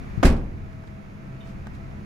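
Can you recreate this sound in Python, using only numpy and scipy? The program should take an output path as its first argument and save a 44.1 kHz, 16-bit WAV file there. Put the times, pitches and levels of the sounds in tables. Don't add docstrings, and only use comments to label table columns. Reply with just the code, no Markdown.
import sys
import numpy as np
from scipy import signal
from scipy.fft import rfft, irfft, next_fast_len
from scipy.io import wavfile
from scipy.ndimage import uniform_filter1d

SR = 44100
rng = np.random.default_rng(int(sys.argv[2]) if len(sys.argv) > 2 else 0)


def transcribe(u):
    v = np.clip(np.atleast_2d(u).T, -1, 1)
    q = np.round(v * 32767).astype(np.int16)
    wavfile.write(sys.argv[1], SR, q)


N = 90404


def undb(db):
    return 10 ** (np.asarray(db) / 20)


def clock():
    return np.arange(N) / SR


def over_hz(points, hz):
    f, v = np.array(points, float).T
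    return np.interp(np.log(np.maximum(hz, 1)), np.log(f), v)


def over_time(points, axis=1):
    p = np.array(points, float)
    return np.interp(clock(), p[:, 0], p[:, axis])


def bins(n):
    return np.arange(n // 2 + 1) * SR / n


def fade(t, t60):
    return np.exp(-np.log(1000) * t / t60)


def swell(t, centre, width):
    return np.exp(-.5 * ((t - centre) / width) ** 2)


def at(x, s):
    k = int(s * SR)
    return np.pad(x, [(0, 0)] * (x.ndim - 1) + [(k, N)])[..., :N]


def walk(rate):
    k = int(SR / rate)
    steps = np.repeat(rng.standard_normal(256), k)[:N]
    return 1.3 * uniform_filter1d(uniform_filter1d(steps, k), k)


GRAIN_S = 0.0008


def noise(spectrum, side_db, size=N, grain_db=0):
    n = next_fast_len(size, True)
    f = bins(n)
    grain_index = (np.arange(n) / max(GRAIN_S * SR, 1)).astype(int)
    grains = rng.standard_normal(n)[grain_index]
    mid, side = rfft(rng.standard_normal((2, n)) * undb(grain_db * grains))
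    width = undb(over_hz(side_db, f))
    stereo = (mid + np.array([[1], [-1]]) * width * side) / np.hypot(1, width)
    colour = undb(over_hz(spectrum, f)) * (f > 10)
    x = irfft(stereo * colour, n)[:, :size]
    return x / x.std()


# f/Hz, side against mid/dB
NEAR_WIDTH = [(60, -12), (250, -14), (600, -2.5), (1300, -1)]
BURST_ATTACK_S = 0.0005


def burst(spectrum, t60, grain_db=0, size=32768):
    t = np.arange(size) / SR
    octave = np.log2(np.clip(bins(size), 32, 16384))
    x = rfft(noise(spectrum, NEAR_WIDTH, size, grain_db))
    out = 0
    for k in range(5, 15):
        band = irfft(x * np.maximum(1 - abs(octave - k), 0))
        out = out + band * fade(t, over_hz(t60, 2. ** k))
    return out * (1 - np.exp(-t / BURST_ATTACK_S))


SOFT_ATTACK_S, HARD_ATTACK_S = 0.001, 0.0006


def ring(modes, attack=SOFT_ATTACK_S, size=32768):
    t = np.arange(size) / SR
    tones = sum(undb(db) * np.sin(2 * np.pi * hz * t) * fade(t, t60) for hz, db, t60 in modes)
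    return (1 - np.exp(-t / attack)) * tones


def hits(table, spectrum, t60, grain_db=0):
    return sum(at(undb(db) * burst(spectrum, t60, grain_db), s) for s, db in table)


def strike(table, modes, scatter_db, attack):
    tones = np.array([ring([mode], attack) for mode in modes])
    balance = undb(scatter_db * rng.standard_normal((len(table), 2, len(modes))))
    return sum(at(undb(db) * (gains @ tones), s) for (s, db), gains in zip(table, balance))


# f/Hz, side against mid/dB
FAR_WIDTH = [(40, -3.5), (130, -9.5), (300, -8), (650, 5.5), (12000, -6)]
# f/Hz, relative level/dB per Hz
RUMBLE_COLOUR = [(45, -2), (210, -4), (250, -10.5), (330, -12), (430, -18), (1300, -23), (2400, -27.5),
                 (3100, -38), (6700, -45.5), (8000, -55.5), (11000, -52.5), (15500, -62)]
# t/s, level/dB
RUMBLE_FADER = [(0.18, -36), (0.5, -40.5), (1.1, -40.5), (1.5, -39)]


def rumble():
    return noise(RUMBLE_COLOUR, FAR_WIDTH) * undb(over_time(RUMBLE_FADER))


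# f/Hz, relative level/dB per Hz
WIND_COLOUR = [(50, 15.5), (90, 16.5), (300, -28), (1500, -58)]
# t/s, level/dB
WIND_FADER = [(0.1, -37.5), (0.6, -37.5), (1.05, -55), (1.6, -43.5)]


def wind():
    return noise(WIND_COLOUR, FAR_WIDTH) * undb(over_time(WIND_FADER))


def turn(hz):
    return 2 * np.pi * np.cumsum(hz) / SR


# t/s of the swell, f/Hz, relative level/dB, swell/dB
HUM_NOTES = [(0.6, 97.36, -49, 7), (1.33, 134.6, -48.5, 10.5), (2.0, 198.8, -50, 11)]
HUM_SWELL_S, HUM_WAVER_DB = 0.049, -1.5
HUM_DRIFT = 0.013


def hum():
    out = 0
    for s, hz, db, swell_db in HUM_NOTES:
        level = db + swell_db * swell(clock(), s, HUM_SWELL_S) + HUM_WAVER_DB * walk(7.6)
        out = out + undb(level) * np.sin(turn(hz * (1 + HUM_DRIFT * walk(13.8))))
    return out


# t/s, f/Hz, relative level/dB
WHINE_PATH = [(0.55, 640, -69.5), (0.66, 646, -60), (0.93, 648, -57.5), (1.16, 650, -70), (1.22, 654, -57),
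              (1.28, 654, -60.5), (1.44, 655, -56), (1.56, 660, -59), (1.63, 662, -64), (1.76, 667, -63.5),
              (1.92, 665, -56.5), (2.05, 660, -70)]
WHINE_OCTAVE_DB, WHINE_FLUTTER_DB = -7, 3
WHINE_WAVER = 0.004


def whine():
    phase = turn(over_time(WHINE_PATH) * (1 + WHINE_WAVER * walk(29.73)))
    sides = []
    for _ in range(2):
        level = undb(over_time(WHINE_PATH, axis=2) + WHINE_FLUTTER_DB * walk(22.55))
        tone = np.sin(phase + .5 * walk(9.56))
        octave = undb(WHINE_OCTAVE_DB) * np.sin(2 * phase + walk(32))
        sides.append(level * (tone + octave))
    return np.array(sides)


def machine():
    return np.sqrt(2) * (hum() + whine())


# f/Hz, relative level/dB per Hz
SQUEAK_COLOUR = [(2500, -29), (3000, 6), (3300, -10), (3650, 4), (4100, -38)]
SQUEAK_S, SQUEAK_DB, SQUEAK_T60_S = 1.407, -52, 0.2


def squeak():
    tone = noise(SQUEAK_COLOUR, FAR_WIDTH) * fade(clock(), SQUEAK_T60_S)
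    return at(undb(SQUEAK_DB) * tone, SQUEAK_S)


# f/Hz, relative level/dB per Hz
GRIT_COLOUR = [(2000, 8.5), (5000, 4), (15000, -14)]


def grit():
    return noise(GRIT_COLOUR, NEAR_WIDTH, grain_db=4)


# t/s of the peak, level/dB, width of the swell/s
SCUFF_CUES = [(0.731, -62, 0.0034), (0.876, -59, 0.0046), (1.486, -58.5, 0.031), (1.753, -58.5, 0.012)]


def scuffs():
    return grit() * sum(undb(db) * swell(clock(), s, width) for s, db, width in SCUFF_CUES)


# t/s, level/dB
CLICK_CUES = [(0.8378, -37), (1.6697, -28), (1.6729, -42)]
# f/Hz, relative level/dB, t60/s
CLICK_MODES = [(903, -3, 0.013), (1180, -3, 0.013), (1520, -5, 0.014)]
TICK_DB, TICK_T60_S = -16, 0.014


def clicks():
    out = 0
    for s, db in CLICK_CUES:
        tick = undb(TICK_DB) * grit() * fade(clock(), TICK_T60_S)
        out = out + at(undb(db) * (ring(CLICK_MODES, HARD_ATTACK_S, size=N) + tick), s)
    return out


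# t/s, level/dB
PUFF_CUES = [(0.1776, -8), (0.196, -11.5)]
PUFF_HZ, PUFF_T60_S, PUFF_RIGHT_DB = 122.5, 0.04, -35


def puffs():
    bumps = sum(at(ring([(PUFF_HZ, db, PUFF_T60_S)]), s) for s, db in PUFF_CUES)
    return bumps * undb([[0], [PUFF_RIGHT_DB]])


SHUT_S = 0.2474
# f/Hz, t60/s
YARD_DECAY = [(100, 0.97), (5000, 0.26)]
YARD_DB = -37


def yard():
    return hits([(SHUT_S, YARD_DB)], THUD_COLOUR, YARD_DECAY)


# t/s, level/dB
RATTLE_CUES = [(0.2462, -25.5), (0.2512, -23.5), (0.2572, -28.5), (0.2632, -37), (0.2684, -30.5),
               (0.2795, -31.5), (0.2995, -39.5), (0.3215, -42), (0.3645, -48.5), (0.394, -59)]
# f/Hz, relative level/dB per Hz
CLATTER_COLOUR = [(300, 7.5), (800, 0), (2500, 3), (3500, -5.5), (5000, -2), (6200, -10.5), (7500, -7),
                  (10500, -12.5), (15500, -24)]
# f/Hz, t60/s
CLATTER_DECAY = [(500, 0.21), (3000, 0.15), (12000, 0.077)]
# f/Hz, relative level/dB
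LOCK_TONES = [(1610, -14.5), (2040, -20), (2177, -25), (2307, -26), (5975, -27), (7127, -27)]
CLATTER_GRAIN_DB, LOCK_T60_S, LOCK_SCATTER_DB = 3, 0.13, 8.5


def lock_and_trim():
    modes = [(hz, db, LOCK_T60_S) for hz, db in LOCK_TONES]
    clatter = hits(RATTLE_CUES, CLATTER_COLOUR, CLATTER_DECAY, CLATTER_GRAIN_DB)
    return clatter + strike(RATTLE_CUES, modes, LOCK_SCATTER_DB, HARD_ATTACK_S)


# f/Hz, level/dB, t60/s
BOOM_MODES = [(39.7, -16, 0.48), (62.9, -9.5, 0.4), (81, -19.5, 0.43)]
SWING_HZ, SWING_DB, SWING_T60_S, SWING_LAG_S = 22.4, -10, 0.54, 0.0016


def cabin():
    swing = ring([(SWING_HZ, SWING_DB, SWING_T60_S)])
    return at(ring(BOOM_MODES), SHUT_S) - at(swing, SHUT_S + SWING_LAG_S)


# f/Hz, relative level/dB, t60/s
PANEL_MODES = [(172, -17, 0.148), (226.7, -16, 0.42), (246.4, -20, 0.3), (307.4, -24.5, 0.42),
               (363.6, -21, 0.23), (418, -22, 0.08), (510, -29, 0.3), (558, -31, 0.3), (647, -30, 0.25),
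               (788, -34, 0.3), (1127, -37, 0.27), (1228, -37, 0.27), (1350, -39, 0.25)]
PANEL_SCATTER_DB = 0


def panels():
    return strike(BLOW_CUES, PANEL_MODES, PANEL_SCATTER_DB, SOFT_ATTACK_S)


# t/s, relative level/dB
BLOW_CUES = [(0.2473, -2), (0.2529, -2), (0.268, -1), (0.2817, -21), (0.3085, -13)]
# f/Hz, relative level/dB per Hz
THUD_COLOUR = [(40, 2.5), (280, 5.5), (500, -5), (900, -9.5), (2500, -20.5), (15000, -36)]
# f/Hz, t60/s
THUD_DECAY = [(60, 0.74), (250, 0.72), (700, 0.57), (2000, 0.42), (8000, 0.17)]
THUD_DB = -23
SMACK_DB, SMACK_S = -11, 0.0012


def thud():
    t = clock()
    smack = undb(SMACK_DB) * t / SMACK_S * np.exp(1 - t / SMACK_S)
    pulses = sum(at(undb(db) * smack, s) for s, db in BLOW_CUES)
    return pulses + undb(THUD_DB) * hits(BLOW_CUES, THUD_COLOUR, THUD_DECAY)


# t/s, level/dB
LATCH_CUES = [(0.2290, -14), (0.2322, -15)]
# f/Hz, relative level/dB per Hz
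LATCH_COLOUR = [(120, -16), (400, 8), (800, 2.5), (1100, -4.5), (2200, -9), (3300, -18.5), (6500, -22),
                (8500, -35), (11000, -29), (15500, -47)]
# f/Hz, t60/s
LATCH_DECAY = [(250, 0.061), (1500, 0.094)]
# f/Hz, level/dB, t60/s
STRIKER_MODES = [(270.3, -14.5, 0.18), (661, -19, 0.07), (830, -23.5, 0.017), (1230, -19.5, 0.091),
                 (1540, -23, 0.042)]
STRIKER_SCATTER_DB = 4.5


def latch():
    first_hit = [(LATCH_CUES[0][0], 0)]
    metal = strike(first_hit, STRIKER_MODES, STRIKER_SCATTER_DB, HARD_ATTACK_S)
    return hits(LATCH_CUES, LATCH_COLOUR, LATCH_DECAY) + metal


def door():
    return latch() + thud() + panels() + cabin() + lock_and_trim() + yard()


def scene():
    background = rumble() + wind() + machine()
    small_sounds = squeak() + scuffs() + clicks()
    return background + small_sounds + puffs() + door()


# f/Hz, left minus right/dB
PORT_COLOUR = [(60, 1), (220, 1.2), (380, -0.5), (700, -7), (1290, 1), (2380, -6), (3800, 1), (5500, 0),
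               (7600, 6), (10700, -5), (15000, 0)]
TOP_HZ = 15800


def record(dry):
    n = next_fast_len(N + 4096, True)
    ports = undb(np.array([[.5], [-.5]]) * over_hz(PORT_COLOUR, bins(n)))
    x = np.clip(irfft(rfft(dry, n) * ports, n)[:, :N], -1, 1)
    top_cut = signal.ellip(10, .2, 70, TOP_HZ, fs=SR, output="sos")
    return signal.sosfilt(top_cut, x)


dry = scene()
out = record(dry)
transcribe(out)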